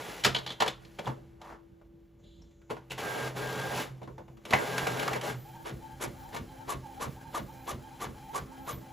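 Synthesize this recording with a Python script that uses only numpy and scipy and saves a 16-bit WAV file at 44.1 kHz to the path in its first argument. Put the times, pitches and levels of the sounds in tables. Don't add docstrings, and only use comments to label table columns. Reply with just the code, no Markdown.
import sys
import numpy as np
from scipy import signal
from scipy.fft import rfft, irfft
from scipy.io import wavfile

SR = 44100
rng = np.random.default_rng(int(sys.argv[2]) if len(sys.argv) > 2 else 0)


def attenuation_scalar(level_db):
    decades = np.asarray(level_db, float) / 20
    return 10 ** decades


def unload_audio(sound):
    columns = np.transpose(np.atleast_2d(sound))
    steps = np.round(np.clip(columns, -1, 1) * 32767)
    wavfile.write(sys.argv[1], SR, steps.astype(np.int16))


N = 393372
T = np.arange(N) / SR

CHASSIS_HZ = 131
# start_s, swish_db, chirp_db
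STEPS = [(5.6638, -33.5, -45), (6.0177, -30.5, -42), (6.3417, -33, -50), (6.695, -30.5, -34),
         (7.016, -31, -36), (7.3494, -31.5, -33.5), (7.6839, -31, -36), (8.0157, -31.5, -37.5),
         (8.352, -31, -33.5), (8.682, -31.5, -36.5)]
# pitch_hz, density_db
SHAKE = [(25, -15), (60, -2), (130, -4), (200, -6.5), (320, -9.5), (600, -19), (1200, -48.5)]


def rms_one(x):
    return x / np.sqrt(np.mean(x ** 2) + 1e-20)


def at_hz(points, count):
    hz = np.maximum(np.arange(count // 2 + 1) * SR / count, 1)
    points = np.array(points)
    return np.interp(np.log(hz), np.log(points[:, 0]), points[:, 1])


def colour(x, spectrum):
    return rms_one(irfft(rfft(x) * attenuation_scalar(at_hz(spectrum, len(x))), len(x)))


def drift(rate):
    knots = rng.standard_normal(4000)
    return np.interp(T * rate, np.arange(len(knots)), knots)


def grit(rough_db, rate):
    return rng.standard_normal(N) * attenuation_scalar(rough_db * drift(rate))


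def peak(x, hz, width):
    r = np.exp(-np.pi * width / SR)
    zeros = np.array([1, 0, -1]) * (1 - r * r) / 2
    poles = [1, -2 * r * np.cos(2 * np.pi * hz / SR), r * r]
    return signal.lfilter(zeros, poles, x)


def stack(hz, orders, flutter_db, wobble):
    turn = 2 * np.pi * np.cumsum(hz * (1 + wobble * drift(40))) / SR
    return sum(np.sqrt(2) * attenuation_scalar(db + flutter_db * drift(25)) * np.sin(k * turn) for k, db in orders)


def tones(lines, flutter_db):
    return sum(np.sqrt(2) * attenuation_scalar(db + flutter_db * drift(8.7)) * np.sin(2 * np.pi * hz * T) for hz, db in lines)


def stroke(start, stop, up, down):
    return -up * np.maximum(start - T, 0) - down * np.maximum(T - stop, 0)


def add(out, s, x):
    i = int(s * SR)
    out[i:i + len(x)] += x[:N - i]


def thump(db, rise_s, t60, shake, shake_db):
    t = T[:len(shake)]
    swing = (1 - np.exp(-t / rise_s)) * attenuation_scalar(-60 * t / t60)
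    mode = np.sin(2 * np.pi * CHASSIS_HZ * t + rng.uniform(0, 6.8))
    return attenuation_scalar(db + 5.0) * swing * (mode + attenuation_scalar(shake_db) * shake)


def office():
    # pitch_hz, density_db
    air_spectrum = [(15, -22), (30, -4.5), (50, 12), (100, -2.5), (190, 1), (260, -11), (500, -14.5),
                    (680, -39.5), (3000, -46), (5000, -53), (8000, -57), (15800, -66.5)]
    # pitch_hz, level_db
    hum_lines = [(334.5, -62), (576, -77), (11800, -98), (12236, -98), (12651, -94), (13964, -94),
                 (15256, -96), (15692, -96)]
    flicker = attenuation_scalar(2.5 * drift(18))
    air = colour(rng.standard_normal(N), air_spectrum)
    return attenuation_scalar(-58.5) * flicker * air + tones(hum_lines, 2.0)


def gears():
    # pitch_hz, density_db
    rattle_spectrum = [(40, -23.5), (110, -7.5), (170, -8.5), (220, -12.5), (400, 2.5), (900, 0.5),
                       (1500, -3.5), (2200, -17), (3500, -44.5)]
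    # pitch_hz, density_db
    hiss_spectrum = [(300, -32.5), (900, -4), (2000, 2.5), (3200, 0.5), (5000, -6), (8000, -7.5),
                     (11500, -8.5), (15800, -13)]
    # pitch_hz, width_hz, level_db
    gear_modes = [(172, 7.3, -9), (265, 89, -7.5), (418, 30, -11.5), (484, 20, -25.5), (830, 90, -13),
                  (1226, 12, -16)]
    # multiple, level_db
    whine_orders = [(1, 3), (3, -26)]
    # start_s, stop_s, rattle_db, whine_db
    feeds = [
        (2.99, 3.279, -38.5, -48.5),
        (3.367, 3.813, -39, -48.5),
        (4.541, 5.072, -37.5, -49),
        (5.114, 5.17, -40.5, -52),
        (5.238, 5.304, -36.5, -47.5),
    ]
    # start_s, stop_s, drone_db
    drone_runs = [(2.95, 3.137, -49), (3.24, 3.77, -40), (3.92, 4.056, -51.5), (4.72, 5.01, -40.5),
                  (5.11, 5.178, -39), (5.3, 5.396, -39)]
    # start_s, stop_s, rattle_db, hiss_db
    slides = [(-.02, -0.0176, -35.5, -48.5), (0.094, 0.0954, -45.5, -56.5), (0, 0.21, -50, -49),
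              (.825, 0.98, -76.5, -69.5), (1.448, 1.4, -61, -88), (1.516, 1.53, -49, -85),
              (4.5, 4.5, -49, -52),
              (1.048, 1.066, -51, -58),
        (3.765, 3.83, -48, -45),
    ]
    # start_s, rattle_db, dying_db_per_s, drone_db
    creaks = [(0.241, -49.5, 34, -43), (.62, -75, 31, -52.5), (1.08, -64, 37, -56),
              (1.6, -77.5, 0.5, -69.5), (2.7, -69, 5, -61), (3.88, -66, 19, -51)]
    feed_up, feed_down = 910, 276
    whine_hz, whine_lag_s, whine_edge = 1605, 0.046, 1100

    teeth = grit(rough_db=0.5, rate=300)
    modes = sum(attenuation_scalar(db) * rms_one(peak(teeth, hz, width)) for hz, width, db in gear_modes)
    body = rms_one(colour(teeth, rattle_spectrum) + modes)
    hiss = attenuation_scalar(1.0) * colour(grit(rough_db=1.0, rate=180), hiss_spectrum)
    locked = stack(CHASSIS_HZ, [(0.99, 0.011)], flutter_db=-1.5, wobble=.03)
    drone = attenuation_scalar(-2.5) * rms_one(locked + 0.26 * rms_one(peak(teeth, CHASSIS_HZ, 30)))
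    whine = stack(whine_hz, whine_orders, flutter_db=3.5, wobble=0.0019)

    rattles = hisses = whines = 0
    drones = sum(attenuation_scalar(db + stroke(start, stop, 290, 270)) for start, stop, db in drone_runs)
    for start, stop, db, whine_db in feeds:
        speed = stroke(start, stop, feed_up, feed_down)
        rattles += attenuation_scalar(db + speed)
        hisses += attenuation_scalar(db - 6 + 1.07 * speed)
        sing_from = min(start + whine_lag_s, stop)
        whines += attenuation_scalar(whine_db + stroke(sing_from, stop, whine_edge, whine_edge))
    for start, stop, db, hiss_db in slides:
        push = attenuation_scalar(stroke(start, stop, 350, 410))
        rattles += attenuation_scalar(db) * push
        hisses += attenuation_scalar(hiss_db) * push
        drones += attenuation_scalar(db - 11) * push
    for s, db, dying, drone_db in creaks:
        left = attenuation_scalar(stroke(s, s, feed_up, dying)) * (T < s + 1.2)
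        rattles += attenuation_scalar(db) * left
        hisses += attenuation_scalar(db - 5) * left
        drones += attenuation_scalar(drone_db) * left
    return rattles * body + hisses * hiss + drones * drone + whines * whine


def idle():
    # start_s, stop_s, level_db
    squeaks = [
        (2.249, 2.367, -69),
    ]
    # start_s, stop_s, level_db
    sizzles = [
        (2.204, 2.69, -81.5),
        (3.98, 4.45, -83),
    ]
    # start_s, stop_s, level_db
    sings = [(0, 0.964, -73), (2.85, 2.951, -77), (3.95, 4.447, -75), (6.33, 6.45, -67)]
    edge = 500
    white = rng.standard_normal(N)
    squeak = rms_one(peak(white, 3520, 150) + peak(white, 3930, 110) + .6 * peak(white, 3250, 200))
    sizzle = rms_one(peak(peak(white, 7040, 700), 5900, 900))
    sing = tones([(12660, 0.0)], 3.0)
    return (squeak * sum(attenuation_scalar(db + stroke(start, stop, edge, 75)) for start, stop, db in squeaks)
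            + sizzle * sum(attenuation_scalar(db + stroke(start, stop, edge, edge)) for start, stop, db in sizzles)
            + sing * sum(attenuation_scalar(db + stroke(start, stop, edge, edge)) for start, stop, db in sings))


def knocks():
    # pitch_hz, density_db
    knock_spectrum = [(100, -26), (400, -12.5), (700, 3), (1000, 3.5), (1800, -9), (3000, -16.5),
                      (6000, -52)]
    # pitch_hz, density_db
    case_spectrum = [(60, -18.5), (150, 3), (280, -5), (420, 1.5), (600, -4), (1000, -48.5)]
    # pitch_hz, density_db
    gear_spectrum = [(500, -43), (1500, -9), (2800, -1), (5000, -11.5), (8000, -13), (15800, -21)]
    # pitch_hz, density_db
    tray_spectrum = [(500, -30), (1500, -6), (3200, 0), (5000, -8.5), (8000, -12.5), (15800, -25.5)]
    # start_s, peak_db, ring_hz, crack_db, case_db
    tray_knocks = [(.237, -28, 3370, -19, -41), (.246, -12.5, 4870, -13.5, -27),
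                   (.25, -10.5, 1180, -28, -37), (.262, -32, 1170, -24, -23.5),
                   (.285, -29.5, 885, -50, -39), (.347, -16, 3050, -30, -45),
                   (.363, -24, 4350, -45.5, -39.5), (.384, -30, 3550, -40, -55),
                   (.463, -24.5, 4060, -35, -42), (.474, -37, 3460, -48, -48),
                   (.492, -39, 3460, -45.5, -45), (.503, -28, 3460, -40, -40.5), (.52, -44, 3370, -41, -53),
                   (.6, -24, 900, -35, -35), (.604, -14, 910, -23.5, -27), (.62, -14, 880, -23.5, -38),
                   (.654, -36, 1000, -48, -40), (.661, -21.5, 1000, -35, -29.5),
                   (.677, -21.5, 3600, -25.5, -33.5), (.848, -46.5, 4390, -51, -47),
                   (.985, -31, 2350, -49, -39), (.988, -29, 790, -44.5, -31), (.989, -33, 2980, -57, -45),
                   (1.056, -34, 3300, -47, -39.5), (1.066, -26, 1000, -64, -40),
                   (1.072, -21, 990, -66, -47), (1.074, -34, 1480, -68, -53), (1.085, -40, 1095, -72, -52),
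                   (1.414, -34.5, 664, -44.5, -72), (1.813, -46, 693, -84.5, -54.5)]
    # start_s, peak_db,
    # ring_hz, crack_db, case_db
    latches = [(2.193, -56.5, 660, -73, -58), (2.236, -57.5, 3550, -67, -53.5),
               (2.417, -51, 5490, -70, -72.5), (2.508, -60.5, 656, -65.5, -63.5),
               (2.615, -53, 1394, -64.5, -56.5), (2.694, -41, 900, -57, -44.5),
               (2.7, -28.5, 993, -44, -29.5), (2.706, -28.5, 850, -42, -48), (2.766, -32, 853, -75.5, -49),
               (2.899, -41, 2740, -43.5, -48), (2.905, -33, 2740, -38, -43),
               (2.915, -31.5, 960, -33.5, -51.5), (2.978, -26, 1044, -35, -61),
               (4.015, -33.5, 793, -83, -38), (4.029, -48, 3750, -54, -60), (4.073, -34.5, 1000, -81, -37),
               (4.179, -30, 870, -84, -37.5), (4.279, -43, 956, -64, -52), (4.369, -49, 1076, -58, -63),
               (4.415, -57, 1300, -78, -65), (4.451, -30, 953, -37.5, -36.5), (6.023, -48, 1000, -34, -49),
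               (6.362, -36, 1000, -36.5, -51)]
    # start_s, peak_db, ring_hz, crack_db, case_db
    pickup = [(4.506, -24, 950, -28, -23.5), (4.525, -14, 1000, -48, -44), (4.533, -4, 2110, -41, -36),
              (4.779, -17, 1430, -22.5, -49), (4.868, -16, 1290, -26, -35), (4.994, -37, 875, -27, -58),
              (5.028, -25, 1610, -32, -49), (5.077, -15, 1200, -28.5, -43),
              (5.131, -20.5, 2200, -31.5, -38), (5.158, -24, 745, -40, -29), (5.211, -29, 1020, -32.5, -43)]
    # start_s, level_db, t60_s
    thumps = [(0.253, -36, 0.41), (0.618, -58, 0.22), (1.068, -29, 0.27), (1.17, -49, 0.42),
              (1.245, -52, 0.28), (2.706, -49.5, 0.63), (2.91, -42, 0.23), (3.901, -43.5, 0.32),
              (4.08, -49.5, 0.67), (4.291, -44, 0.25), (4.531, -23.5, 0.14), (5.079, -36, .2),
              (5.338, -33.5, 0.17)]

    out, t = np.zeros(N), T[:SR // 3]
    grains = grit(rough_db=-1.0, rate=660)
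    rustle, case, shake = (colour(grains, c) for c in (knock_spectrum, case_spectrum, SHAKE))
    gear_crack, tray_crack = (colour(grains, c) for c in (gear_spectrum, tray_spectrum))
    families = ((tray_knocks, 0.084, 0.0012, tray_crack),
                (latches, .11, 0.0015, gear_crack),
                (pickup, 0.089, 0.0011, gear_crack))
    for rows, t60, rise, crack in families:
        snap = attenuation_scalar(2 - 60 * t / .018)
        decay = snap + attenuation_scalar(-3.0 - 60 * t / t60) + attenuation_scalar(-22.5 - 20 * t / t60)
        fade = decay * (1 - np.exp(-t / rise)) ** 2
        boom = attenuation_scalar(-40 * t / t60) * (1 - np.exp(-t / .005))
        for s, db, hz, crack_db, case_db in rows:
            i = int(s * SR)
            part = slice(i, i + len(t))
            width = 280 + .03 * hz
            ring = peak(grains[part] * fade, hz, width) / np.sqrt(width / SR) * (hz / 1500) ** .3
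            add(out, s, attenuation_scalar(db - 16.5) * fade * rustle[part] + attenuation_scalar(db - 20.5) * ring)
            add(out, s, attenuation_scalar(crack_db - 5) * fade * crack[part])
            add(out, s, attenuation_scalar(case_db - 5.5) * boom * case[part])
    for s, db, t60 in thumps:
        add(out, s, thump(db, 0.017, t60, shake[int(s * SR):][:len(t)], shake_db=-8.0))
    return out


def tab():
    # pitch_hz, level_db, t60_s
    tab_modes = [(2315, -18, .08), (3030, -2, 0.079), (3182, -4.5, 0.13), (3400, -2.5, 0.13),
                 (3860, -3.5, 0.047), (3940, -9, 0.13), (4090, -8.5, .12), (4242, -6.5, 0.077),
                 (4620, -5, 0.041), (6500, -24, .1)]
    # start_s, level_db
    tab_hits = [(.347, -34), (.3625, -33), (.366, -38), (.385, -43), (.4637, -42.5), (.476, -43),
                (.492, -44), (.5036, -41), (.515, -47), (0.6036, -31.5), (.621, -44), (0.677, -39.5)]
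    s, db = np.transpose(tab_hits)
    luck, out = rng.standard_normal((len(s), len(tab_modes))), np.zeros(N)
    for k, (hz, level_db, t60) in enumerate(tab_modes):
        clicks = np.full(SR, 1e-18)
        clicks[(s * SR).astype(int)] = attenuation_scalar(db + level_db + 3.5 * luck[:, k])
        r, w = attenuation_scalar(-60 / (t60 * SR)), 2 * np.pi * hz / SR
        add(out, 0, signal.lfilter([0, np.sin(w)], [1, -2 * r * np.cos(w), r * r], clicks))
    return out


def scrape():
    # start_s, pitch_hz, level_db
    glide = [
        (1.41, 812, -58),
        (1.45, 954, -45.5),
        (1.52, 1146, -48.5),
        (1.56, 1120, -56),
        (1.6, 1020, -67),
    ]
    s, hz, db = np.transpose(glide)
    inside = np.clip(np.minimum(T - s[0], s[-1] - T) / 0.017 + 1, 0, 1)
    flutter = signal.lfilter([1], [1, -.98], rng.standard_normal(N))
    tone = np.sin(2 * np.pi * np.cumsum(np.interp(T, s, hz)) / SR)
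    return inside * attenuation_scalar(np.interp(T, s, db)) * rms_one(flutter) * tone


def carriage():
    # pitch_hz, density_db
    rail_spectrum = [(100, 21), (300, 9), (700, 7.5), (1500, 3.5), (3200, -1), (6000, -3.5), (10000, -2),
                     (14000, -7.5), (15800, 0.5)]
    # multiple, level_db
    motor_orders = [(1, 0), (2, -13), (4, -15), (5, -18)]
    # multiple of the motor, level_db re belt
    belt_orders = [(2.94, -9)]
    # pitch_hz, width_hz, level_db
    belt_modes = [(813, 130, -12), (1600, 100, -15), (2410, 120, -20), (3140, 150, -17), (4000, 110, -22)]
    # pitch_hz, level_db
    driver_lines = [(13560, -80), (13720, -78), (13900, -80)]
    print_s, motor_hz = 5.36, 263.8

    turns = np.array([print_s - .04] + [row[0] for row in STEPS])
    lap = np.maximum(np.searchsorted(turns, T) - 1, 0)
    since = T - turns[lap]
    growing = np.clip(since, 0, .4)

    start_up = stroke(turns[2], turns[2], 17, 0)
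    easing = -0.5 * np.exp(-(since / 0.03) ** 2)
    motor_db = -59 + start_up + easing + 2.2 * drift(8)
    motor = attenuation_scalar(motor_db) * stack(motor_hz, motor_orders, flutter_db=1.5, wobble=.003)

    first_slip_s = np.array((0.12, 0.14))[lap % 2]
    slip = ((since - first_slip_s) / 0.075 + 0.084 * drift(9.1)) % 1
    belt_hz = 770 + 115 * np.sin(.9 * np.pi * slip) + 22 * drift(70)
    warble = np.sin(2 * np.pi * np.cumsum(belt_hz) / SR)
    belt = rms_one(warble * attenuation_scalar(3.9 * drift(46)) * np.abs(np.sin(np.pi * slip)) ** 0.56)
    teeth = rng.standard_normal(N)
    for hz, width, db in belt_modes:
        belt += attenuation_scalar(db + 2.2 * drift(12)) * rms_one(peak(peak(teeth, hz, width), hz, width))
    belt += stack(motor_hz, belt_orders, flutter_db=2.5, wobble=.015)
    moving = np.clip((since - .12) / .03, 0, 1) * np.clip((.32 - since) / .03, 0, 1)
    belt *= 1 - .85 * (1 - moving)
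    belt *= attenuation_scalar(-56.5 + 12.8 * growing)

    rail = attenuation_scalar(-59 + 2.8 * growing + 4.0) * colour(grit(rough_db=1.5, rate=75), rail_spectrum)
    sway = attenuation_scalar(-55.5 + 1.7 * drift(41)) * rms_one(peak(rng.standard_normal(N), CHASSIS_HZ, 13.0))
    running = attenuation_scalar(stroke(print_s, print_s, 830, 0))
    return running * (motor + belt + rail + sway + tones(driver_lines, 10.0))


def paper_steps():
    # pitch_hz, density_db
    paper_spectrum = [(100, -13), (400, 3), (650, -1), (1000, 2.5), (2000, -7.5), (3800, -10),
                      (6000, -21.5), (9000, -27.5)]
    # pitch_hz, density_db
    rasp_spectrum = [(2500, -55), (6000, 7.5), (10000, 10), (13000, 3.5), (15800, -30)]
    top_hz, spin_up_s = 1200, 0.052
    out, t = np.zeros(N), T[:SR // 4]
    grains, wobble = grit(rough_db=2.5, rate=310), drift(200)
    swish, rasp, shake = (colour(grains, c) for c in (paper_spectrum, rasp_spectrum, SHAKE))

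    u = (t + 1e-4) / spin_up_s
    rising = u ** 2.47 * np.exp(3.08 * (1 - u)) * (u < 1)
    falling = attenuation_scalar(-20 * np.abs(u - 1) ** 1.56) * (u >= 1)
    speed = rising + falling
    arc = np.clip((t - .018) / (0.7 * spin_up_s), 0, 1)
    chirp_shape = np.abs(np.sin(np.pi * arc)) ** 0.19 * attenuation_scalar(-4.0 * arc ** 2)
    for s, db, chirp_db in STEPS:
        i = int((s - .1) * SR)
        part = slice(i, i + len(t))
        rasp_gain = attenuation_scalar(-6 + 4.0 * (db + 31.0))
        paper = speed * swish[part] + rasp_gain * speed ** 3.4 * rasp[part]
        add(out, s - 0.029, attenuation_scalar(db - 7.5) * paper)

        hz = top_hz * (1 - 0.9 * (arc - .52) ** 2) * (1 + 0.04 * wobble[part])
        turn = 2 * np.pi * np.cumsum(hz) / SR
        tone = np.sin(turn) + attenuation_scalar(-23.0) * np.sin(3 * turn)
        add(out, s - .024, attenuation_scalar(chirp_db + 2.0) * chirp_shape * tone)

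        frame = rms_one(peak(grains[part], top_hz, 60))
        add(out, s + 0.027, attenuation_scalar(chirp_db - 23 - 60 * t / 0.46) * frame)
        add(out, s + .04, thump(-38, .025, 0.29, shake[part], shake_db=0.5))
    return out


def echoes(x, t60):
    t = T[:SR // 2]
    tail = rng.standard_normal(len(t)) * attenuation_scalar(-60 * t / t60)
    return signal.fftconvolve(x, tail / np.sqrt(np.sum(tail ** 2)))[:N]


def scene():
    # pitch_hz, side_db re mid
    side_width = [(60, -22), (140, -22), (330, -10), (770, -12), (1300, -10), (1800, -12), (2400, -22),
                  (3300, -35), (6000, -50)]
    printer = gears() + idle() + knocks() + tab() + scrape() + carriage() + paper_steps()
    duller = signal.sosfilt(signal.butter(1, [220, 3500], "band", fs=SR, output="sos"), printer)
    mid = printer + attenuation_scalar(-8) * echoes(duller, 0.24) + office()
    shifting = sum(drift(18) * echoes(mid, 0.066) for _ in range(3)) * attenuation_scalar(1.4)
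    side = irfft(rfft(shifting) * attenuation_scalar(at_hz(side_width, N)), N)
    return np.array([mid + side, mid - side])


def top_cut(x):
    return signal.sosfilt(signal.butter(12, 16960, fs=SR, output="sos"), x)


def record(dry):
    # pitch_hz, left_minus_right_db
    left_levels = [(60, 0), (120, -2.5), (230, -2), (330, .5), (1000, .5), (2500, 0)]
    # pitch_hz, lead_rad
    port_phases = [(20, 0), (7200, 0), (8500, 2.9), (9500, 3.4), (10600, 6.0), (11600, 6.5), (12800, 9.2),
                   (13600, 9.6), (14600, 12.4), (17000, 12.6)]
    tilt = attenuation_scalar(at_hz(left_levels, N) / 2) * np.exp(-.5j * at_hz(port_phases, N))
    ports = irfft(rfft(dry) * np.array([tilt, 1 / tilt]), N)
    ports = signal.sosfilt(signal.cheby2(16, 60, 15980, fs=SR, output="sos"), ports)
    ports = signal.sosfilt(signal.butter(2, 38, "high", fs=SR, output="sos"), ports)
    return top_cut(ports)


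dry = scene()
out = record(dry)
unload_audio(out)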